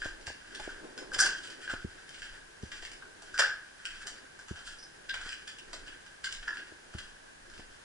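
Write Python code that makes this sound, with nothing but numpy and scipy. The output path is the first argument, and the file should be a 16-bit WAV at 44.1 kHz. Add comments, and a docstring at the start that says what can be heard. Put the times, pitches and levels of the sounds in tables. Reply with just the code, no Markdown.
"""Empty corridor: footsteps crunch over plaster and grit, heard by a camera in a closed housing.
Debris fractures, ground grit and a tipping shard are bursts of long-tailed noise, spread by wall echoes.
Air sound reaches two microphones through the housing, which rings at a few fixed pitches.
Heel strikes and handling travel through the mount as dull thuds, rubbing and rumble.
Still air and the microphones' own hiss form the steady background."""
import sys
import numpy as np
from scipy import signal
from scipy.fft import rfft, irfft, next_fast_len
from scipy.io import wavfile
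from scipy.ndimage import map_coordinates

SR = 44100
rng = np.random.default_rng(int(sys.argv[2]) if len(sys.argv) > 2 else 0)


def output_pcm(signal):
    """Save a mono or channel-first signal as 16-bit PCM at the path in sys.argv[1].

    Samples are clipped to [-1, 1] before scaling.
    """
    pcm = np.clip(np.atleast_2d(signal).T, -1, 1) * 32767
    wavfile.write(sys.argv[1], SR, np.round(pcm).astype(np.int16))


N = 345744  # length [samples]

# Footfalls: t/s, sway level/dB before port gains, grinding delay/s (negative: earlier),
# fine grit level/dB, coarse grit level/dB
FOOTFALLS = [(0.06, -49, -0.022, -28.5, -47), (0.65, -51.5, 0.029, -41.5, -39.5),
             (1.2, -50.5, 0.23, -35.5, -43.5), (1.79, -51, -0.075, -37, -38),
             (2.31, -55.5, -0.074, -34, -41.5), (2.84, -52.5, -0.014, -36, -51),
             (3.41, -57, -0.066, -39, -42.5), (4.0, -55.5, -0.0075, -37.5, -38.5),
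             (4.67, -56, 0.0076, -34.5, -54), (5.22, -52, 0.069, -44, -39.5),
             (5.79, -53, 0.077, -44.5, -44.5), (6.4, -54, 0.14, -46, -42.5), (7.03, -56, -.02, -38, -56),
             (7.58, -53.5, 0.14, -53, -54)]


def amp(db):
    """Level law: amplitude ratio of a value in dB."""
    return 10 ** (np.asarray(db) / 20)


def unit(x):
    """Power normalization: x scaled to rms 1."""
    return x / np.sqrt(np.mean(x ** 2) + 1e-20)


def along(points, hz):
    """Logarithmic frequency scale: interpolate (f/Hz, value) points at hz."""
    f, value = np.transpose(points)
    return np.interp(np.log(hz + 1), np.log(f + 1), value)


def curves(rows):
    """Linear interpolation in time: one value per sample for each column after t/s."""
    t, *columns = np.transpose(rows)
    return [np.interp(np.arange(N) / SR, t, column) for column in columns]


def wobble(rate):
    """Slow random modulation: a smooth curve through random knots, rate knots per second."""
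    knots = rng.standard_normal(int(N * rate / SR) + 4)
    return map_coordinates(knots, [np.arange(N) * rate / SR])


def filtered(x, response):
    """Linear filtering: the spectrum of x times a real or complex response of frequency."""
    n = x.shape[-1]
    m = next_fast_len(n + 4096)
    return irfft(rfft(x, m) * response(np.fft.rfftfreq(m, 1 / SR)), m)[..., :n]


def causal(x, gain):
    """Minimum phase: folding the cepstrum gives a filter that answers only after the sound."""
    m = 2 * next_fast_len(len(x))
    cepstrum = irfft(np.log(gain(np.fft.rfftfreq(m, 1 / SR))), m)
    folded = cepstrum * np.r_[1, np.full(m // 2 - 1, 2), 1, np.zeros(m // 2 - 1)]
    return irfft(rfft(x, m) * np.exp(rfft(folded)), m)[:len(x)]


def modes(table):
    """Modal superposition: damped resonances (f/Hz, width/Hz, level/dB) summed with alternating sign."""
    def response(f):
        total = 0
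        for k, (centre, width, db) in enumerate(table):
            damping = 1j * f * width
            total = total + (-1) ** k * amp(db) * damping / (centre * centre - f * f + damping)
        return total
    return response


def grit(size, spiky_db):
    """Dense tiny fractures: noise whose samples have a long-tailed size, rms 1."""
    return unit(rng.standard_normal(size) * amp(spiky_db * rng.standard_normal(size)))


def swells(times, peaks_db, rise, fall):
    """Exponential growth and decay: a gain that climbs to each peak and sinks after it, in dB/s."""
    late = np.arange(N) / SR - times[:, None]
    slope_db = np.where(late < 0, rise * late, -fall * late)
    return amp(np.max(peaks_db[:, None] + slope_db, axis=0))


def corridor(x, wet_db):
    """Reverberation: direct sound plus two partly alike tails with frequency-dependent decay."""
    # Reverberation time of the corridor: f/Hz, t60/s
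    decay_times = [(300, 0.32), (1600, 0.45), (5000, 0.37), (10000, 0.24)]
    hz, t, z = signal.stft(rng.standard_normal((2, SR // 3)), SR, nperseg=256)
    tail = signal.istft(z * amp(-60 * t / along(decay_times, hz)[:, None]), SR, nperseg=256)[1]
    size = tail.shape[1]
    slaps = np.repeat(rng.standard_normal(size // 64 + 1), 64)[:size]
    # early echoes stand apart, later ones merge
    tail = tail * amp(3.8 * slaps * np.exp(-np.arange(size) / SR / 0.06))
    tail[1] = 0.55 * tail[0] + 1.09 * tail[1]  # echoes come partly along the corridor
    tail = np.pad(tail, ((0, 0), (round(.003 * SR), 0)))  # the near walls answer first, after 3 ms
    wet = signal.fftconvolve(x[None], tail / np.linalg.norm(tail[0]), axes=1)
    return amp(wet_db) * wet + np.pad(x, (0, wet.shape[1] - len(x)))


def hiss():
    """Self-noise: independent mid and side noise from the microphones, each with its own spectrum."""
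    # Mid and side noise spectra: f/Hz, relative level per Hz/dB
    mid_spectrum = [(25, -5.5), (140, -8), (370, -11.5), (1000, -12), (2500, -17), (6000, -17.5),
                    (11000, -21.5)]
    side_spectrum = [(25, -26), (110, -15), (385, -7.5), (1250, -7), (3500, -15.5), (7000, -20),
                     (11000, -27.5)]
    noise = rng.standard_normal((2, N))
    return filtered(noise, lambda hz: amp([along(mid_spectrum, hz), along(side_spectrum, hz)]) * amp(-41))


def still_air():
    """Diffuse stationary noise: the steady hush of the building."""
    # Spectrum of the still air: f/Hz, relative level per Hz/dB
    air_spectrum = [(100, -2), (500, -25), (1600, 0), (3000, -9), (5000, -11), (10000, -13.5)]
    noise = filtered(rng.standard_normal((2, N)), lambda hz: amp(along(air_spectrum, hz)))
    return amp(-51.0) * unit(noise)


def mount():
    """Structure-borne sound: friction excites the shell modes, and every step sways the mount."""
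    # Hand and clothing against the shell: t/s, rubbing level/dB
    rubbing = [(0.0, -64), (0.08, -56.5), (0.45, -67), (0.6, -56.5), (0.75, -60.5), (0.85, -52.5),
               (1.1, -55.5), (1.22, -49.5), (1.45, -60.5), (1.74, -60.5), (1.95, -64.5), (2.6, -68.5),
               (3.1, -62), (3.5, -65), (3.8, -80), (4.05, -61.5), (4.3, -70), (5.1, -65.5), (5.5, -69),
               (5.79, -61.5), (6.2, -73), (6.5, -64), (7.3, -70), (7.58, -64.5), (7.84, -78)]
    # Modes of the rubbed housing wall: f/Hz, width/Hz, level/dB
    shell = [(357, 145, 36), (750, 16, -58)]
    s, sway_db = np.transpose(FOOTFALLS)[:2]
    sway_colour = [(8, -11.5), (22, -1.0), (45, -17.5), (90, -27), (200, -73)]
    sway = filtered(rng.standard_normal((2, N)), lambda hz: amp(along(sway_colour, hz)))
    sway_gain = swells(s, sway_db, rise=98, fall=78) * amp([[2], [-14]])  # mid, side
    rub_db, = curves(rubbing)
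    scrape = [[.9, 0.44], [.9, -0.14]] @ rng.standard_normal((2, N))  # partly alike at both ports
    scrape = scrape * amp(2.5 * wobble(35))
    rub = filtered(scrape, lambda hz: modes(shell)(hz) * np.array([[1], [-1j]]))  # side a quarter cycle late
    return sway_gain * unit(sway) + amp(rub_db) * unit(rub)


def thuds():
    """Impact excitation: a jolt rings the mount's low modes, knocks the shell and rattles it."""
    # Jolts: t/s, level/dB, boom level/dB, knock f/Hz, knock t60/s, rattle level/dB;
    # boom and rattle are relative to the jolt, all before port gains
    blows = [(0.056, -25.5, -23.5, 316, 0.011, -16.5), (0.274, -50, 3, 660, 0.012, 9.5),
             (0.3, -44.5, -17, 340, 0.018, -2.5), (0.596, -48, -10, 840, 0.069, 6),
             (0.675, -27, -33, 348, 0.014, -23), (1.161, -46.5, -8, 420, 0.021, 5),
             (1.735, -23.5, -25, 298, 0.011, -16), (1.845, -31.5, -7.5, 200, 0.027, -33),
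             (2.632, -32.5, -8.5, 210, 0.021, -31), (2.827, -49.5, -27, 390, 0.023, -14),
             (3.49, -53, -10, 890, 0.031, -15), (4.509, -35, -4, 197, 0.027, -23),
             (5.26, -41.5, -19, 254, 0.015, -13), (6.72, -41, -22, 357, 0.015, -26),
             (6.947, -44, 5, 196, 0.038, -12), (7.593, -40, -16, 259, 0.016, -9)]
    # Low modes of the mount: f/Hz, level/dB, t60/s
    low_modes = [(75.2, 0.5, 0.12), (101, -0.5, 0.086)]
    jolts, t = np.zeros((2, N + SR)), np.arange(SR // 4) / SR
    phase = np.array([[0], [-np.pi / 2]])  # the ports move partly against each other
    soft = (1 - np.exp(-t / 0.0025)) ** 2  # a padded blow builds up
    for s, db, boom_db, knock_hz, t60, rattle_db in blows:
        boom = sum(amp(level - 60 * t / life) * np.sin(2 * np.pi * hz * t + phase)
                   for hz, level, life in low_modes)
        panel = np.sin(2 * np.pi * knock_hz * t + phase)
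        panel = panel + 0.7 * np.sin(2 * np.pi * 1.76 * knock_hz * t + phase)
        knock = -amp(-60 * t / np.clip(t60, .005, .2)) * panel
        rattle = unit(filtered(rng.standard_normal((2, len(t))), modes([(720, 410, 0)])))
        rattle = rattle * amp(-60 * t / 0.041)
        # each pair of port gains in dB: mid, side
        blow = amp(boom_db) * amp([[5], [-8]]) * boom
        blow = blow + amp([[13], [7]]) * knock
        blow = blow + amp(rattle_db) * amp([[7], [0.1]]) * rattle
        jolts[:, round(s * SR):][:, :len(t)] += amp(db) * soft * blow
    return jolts[:, :N]


def clinks():
    """Modal ringing: a shard of glass tips over and rattles briefly at its own modes."""
    # Rattles of the shard: t/s, initial level/dB before its resonances
    rattles = [(4.785, -18), (4.826, -18)]
    # Modes of the shard: f/Hz, width/Hz, level/dB
    shard = [(5000, 260, -2), (5900, 140, 0.5), (9140, 170, 0)]
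    strikes, t = np.zeros(N), np.arange(SR // 10) / SR
    for s, db in rattles:
        strikes[round(s * SR):][:len(t)] += amp(db - 60 * t / 0.093) * grit(len(t), spiky_db=2)
    return corridor(filtered(strikes, modes(shard)), wet_db=-2.5)[:, :N]


def shuffle():
    """Granular friction: the sole grinds grit in clumps at every step, fine bright and coarse dull."""
    s, _, later, fine_db, coarse_db = np.transpose(FOOTFALLS)
    clumps = amp(5.6 * np.minimum(wobble(40), 1.5))
    fine_colour = [(1500, -49), (2600, 2.5), (6000, 3.0), (10000, 4)]
    coarse_colour = [(300, -10), (1600, -6.5), (2200, -10.5), (3200, -13)]
    fine = filtered(grit(N, spiky_db=6.5), lambda hz: amp(along(fine_colour, hz)))
    coarse = filtered(grit(N, spiky_db=2.0), lambda hz: amp(along(coarse_colour, hz)))
    bright = swells(s + later, fine_db, rise=98, fall=150) * unit(fine)
    dull = swells(s + later, coarse_db, rise=50.4, fall=49) * unit(coarse)
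    return corridor(unit(clumps) * (bright + dull), wet_db=0.0)[:, :N]


def snaps():
    """Brittle fracture: load crackle, a sudden break, then a clumpy decaying crunch in its own echoes."""
    # Debris snapping under a shoe: break t/s, treble level/dB, then relative to the treble:
    # body level/dB, dull part level/dB, middle level/dB; crunch t60/s
    breaks = [(0.02, -31.5, 21, 22, 10.5, 0.018), (0.046, -27.5, 8, 6, -1.5, 0.12),
              (0.212, -34, 8, -8, -4, 0.033), (0.269, -17.5, -35, 1, -1.5, 0.024),
              (0.5478, -23, -23, 0, 0, 0.051), (0.599, -25, 18, -9, 0, 0.019),
              (0.69, -33.5, 22, 18.5, -14, 0.015), (0.9775, -24, 7, -0.5, -3.5, 0.064),
              (1.1176, -29, 12, 10, -17, 0.031), (1.1352, -17, 1, -10.5, -6, 0.037),
              (1.1449, -15.5, 5, -0.5, -1, 0.033), (1.1905, -2, 2.5, -2, -10, 0.027),
              (1.2023, 2.5, -11, -7, -28.5, 0.051), (1.2198, -15, 15, -2, -6, 0.086),
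              (1.228, -16, -2, 9.5, -2.5, .11), (1.259, -10.5, 11, -3.5, -5.5, 0.049),
              (1.474, -33, 8, -21, 6, 0.028), (1.5025, -28, 5, 1, -1.5, 0.077),
              (1.6774, -33, 12, 20, 10.5, 0.019), (1.699, -27.5, 26.5, 17, 4.5, 0.028),
              (2.093, -29, 6, -11, -1, 0.023), (2.145, -34.5, 2, -6, 11, .027),
              (2.2198, -30, 2, 3, 3, 0.092), (2.6264, -30, 9, -2, -2.5, .027),
              (2.7181, -26, 10, 3.5, 1, 0.084), (2.826, -28.5, 15, -2, 0, 0.034),
              (2.8519, -24, -4, 0.5, 4, 0.024), (2.9176, -26.5, 8, -6, -1.5, 0.029),
              (3.0234, -42.5, 28, 18.5, 2, 0.034), (3.223, -28.5, 21, -12, -9, .03),
              (3.3427, -28, 9, 8, -13, 0.1), (3.379, -18, -4, 5, -2, 0.12),
              (3.3953, 0.5, 12, 1, -5.5, 0.015), (3.4, -8.5, 8, 8, 0, 0.04),
              (3.854, -16, -6, -1, -1.5, 0.019), (4.0707, -15.5, 5, -9.5, -10.5, 0.041),
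              (4.3913, -33, 14, -1, -5, 0.076), (4.4837, -29.5, 14, 1.5, -1.5, 0.069),
              (4.5591, -36.5, 19, 6, 0, 0.29), (4.675, -34, 13, 15.5, 2, 0.026),
              (5.096, -18, -8, 8.5, 6, 0.01), (5.1422, -17.5, 11, 1, 0.5, 0.026),
              (5.215, -26, 16, 5, 1, 0.026), (5.2605, -37.5, 26.5, 10, 10, 0.044),
              (5.2908, -21.5, -6, 2.5, 0.5, 0.02), (5.323, -24, -14, -2, 2, 0.041),
              (5.4774, -23, -1, -1, 1.5, 0.037), (5.5859, -32, -4, -13, 4, 0.038),
              (5.732, -22.5, 15.5, -2.5, -4, 0.071), (5.8804, -35.5, 15, 8, 9, 0.025),
              (6.064, -34, 5, 0, -3, 0.045), (6.244, -12.5, 1, -1, -1.5, 0.028),
              (6.3095, -28.5, -4, 3, -6, 0.039), (6.3264, -18.5, 2, -14, -2, 0.021),
              (6.4282, -31, 21, 6, 4.5, 0.024), (6.4813, -20.5, 15.5, 17.5, 0, 0.015),
              (6.571, -29, 7, 4, 3, 0.048), (6.9391, -34.5, 23, 2, -2, 0.053),
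              (6.985, -23, 1, 3.5, 0, 0.031), (7.4992, -35, 4, 0, -9, 0.08), (7.5384, -34, 8, 0, 0, 0.041),
              (7.5789, -34, -5, 7, 0, 0.069)]
    loading = .016  # from first load to break [s]
    break_share = 0.57  # size of the single break pulse over the root energy of the crunch
    out, t = np.zeros((2, N + SR)), np.arange(SR // 8) / SR - loading
    for s, db, body_db, dull_db, middle_db, t60 in breaks:
        # the piece crackles under load before it breaks; heavier breaks crackle more
        creak = amp(-2.5 + 0.03 * db) * np.exp(t / 0.0029)
        crack = 0.27 * np.exp(-np.abs(t) / 0.00082)  # splinters right after the break
        crunch = amp(-60 * t / np.clip(t60, .003, .3))
        shape = np.where(t < 0, creak, crack + crunch)
        pieces = np.repeat(rng.standard_normal(len(t) // 100 + 1), 100)[:len(t)]
        clumps = amp(4 * pieces)  # pieces give way one by one
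        burst = unit(clumps * grit(len(t), spiky_db=2.0) * shape) * np.sqrt(np.mean(shape ** 2))
        burst[round(loading * SR)] += break_share * np.linalg.norm(burst)  # the piece lets go at one instant
        # the top octave falls with the dull part and rises with the middle
        top_db = -1.5 - 0.35 * dull_db + 0.16 * middle_db
        colour = [(150, body_db - 26), (700, body_db), (1250, (body_db + dull_db) / 2 - 4),
                  (1600, dull_db), (2200, middle_db - 1.5), (3000, middle_db), (5300, 0), (9000, top_db)]
        heard = corridor(causal(burst, lambda hz: amp(db + along(colour, hz))), wet_db=1.5)
        out[:, round((s - loading) * SR):][:, :heard.shape[1]] += heard
    return out[:, :N]


def housing(air):
    """Cavity resonance: in-step and opposed pressure at the ports each excite their own modes."""
    # Air cavity modes, in step at both ports and opposed: f/Hz, width/Hz, level/dB
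    in_step = [(615, 2000, -33), (1420, 770, -22), (1590.4, 172, 1), (3152, 517, -11), (4857, 456, -9),
               (6020, 1230, -16.5), (7340, 580, -14), (9590, 1240, -26)]
    opposed = [(650, 1400, -37), (1250, 230, -27), (1560, 170, -12), (2920, 330, -6), (4400, 920, -13.5),
               (5700, 2700, -19), (7020, 1100, -16.5), (9000, 1100, -25.5)]
    lag = np.exp(-1j * 0.83)  # a pressure gradient lags by part of a cycle [0.83 rad]
    return filtered(air, lambda hz: np.array([modes(in_step)(hz), lag * modes(opposed)(hz)]))


def scene():
    """Superposition: airborne and structure-borne mid and side pressure, turned into left and right."""
    air = still_air() + clinks() + shuffle() + snaps()
    mid, side = mount() + thuds() + housing(air)
    return np.array([mid + side, mid - side])


def record(dry):
    """Band limitation: microphone hiss is added and nothing is kept from 11130 Hz upward."""
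    mid, side = hiss()
    return filtered(dry + [mid + side, mid - side], lambda hz: hz < 11130)


dry = scene()
out = record(dry)
output_pcm(out)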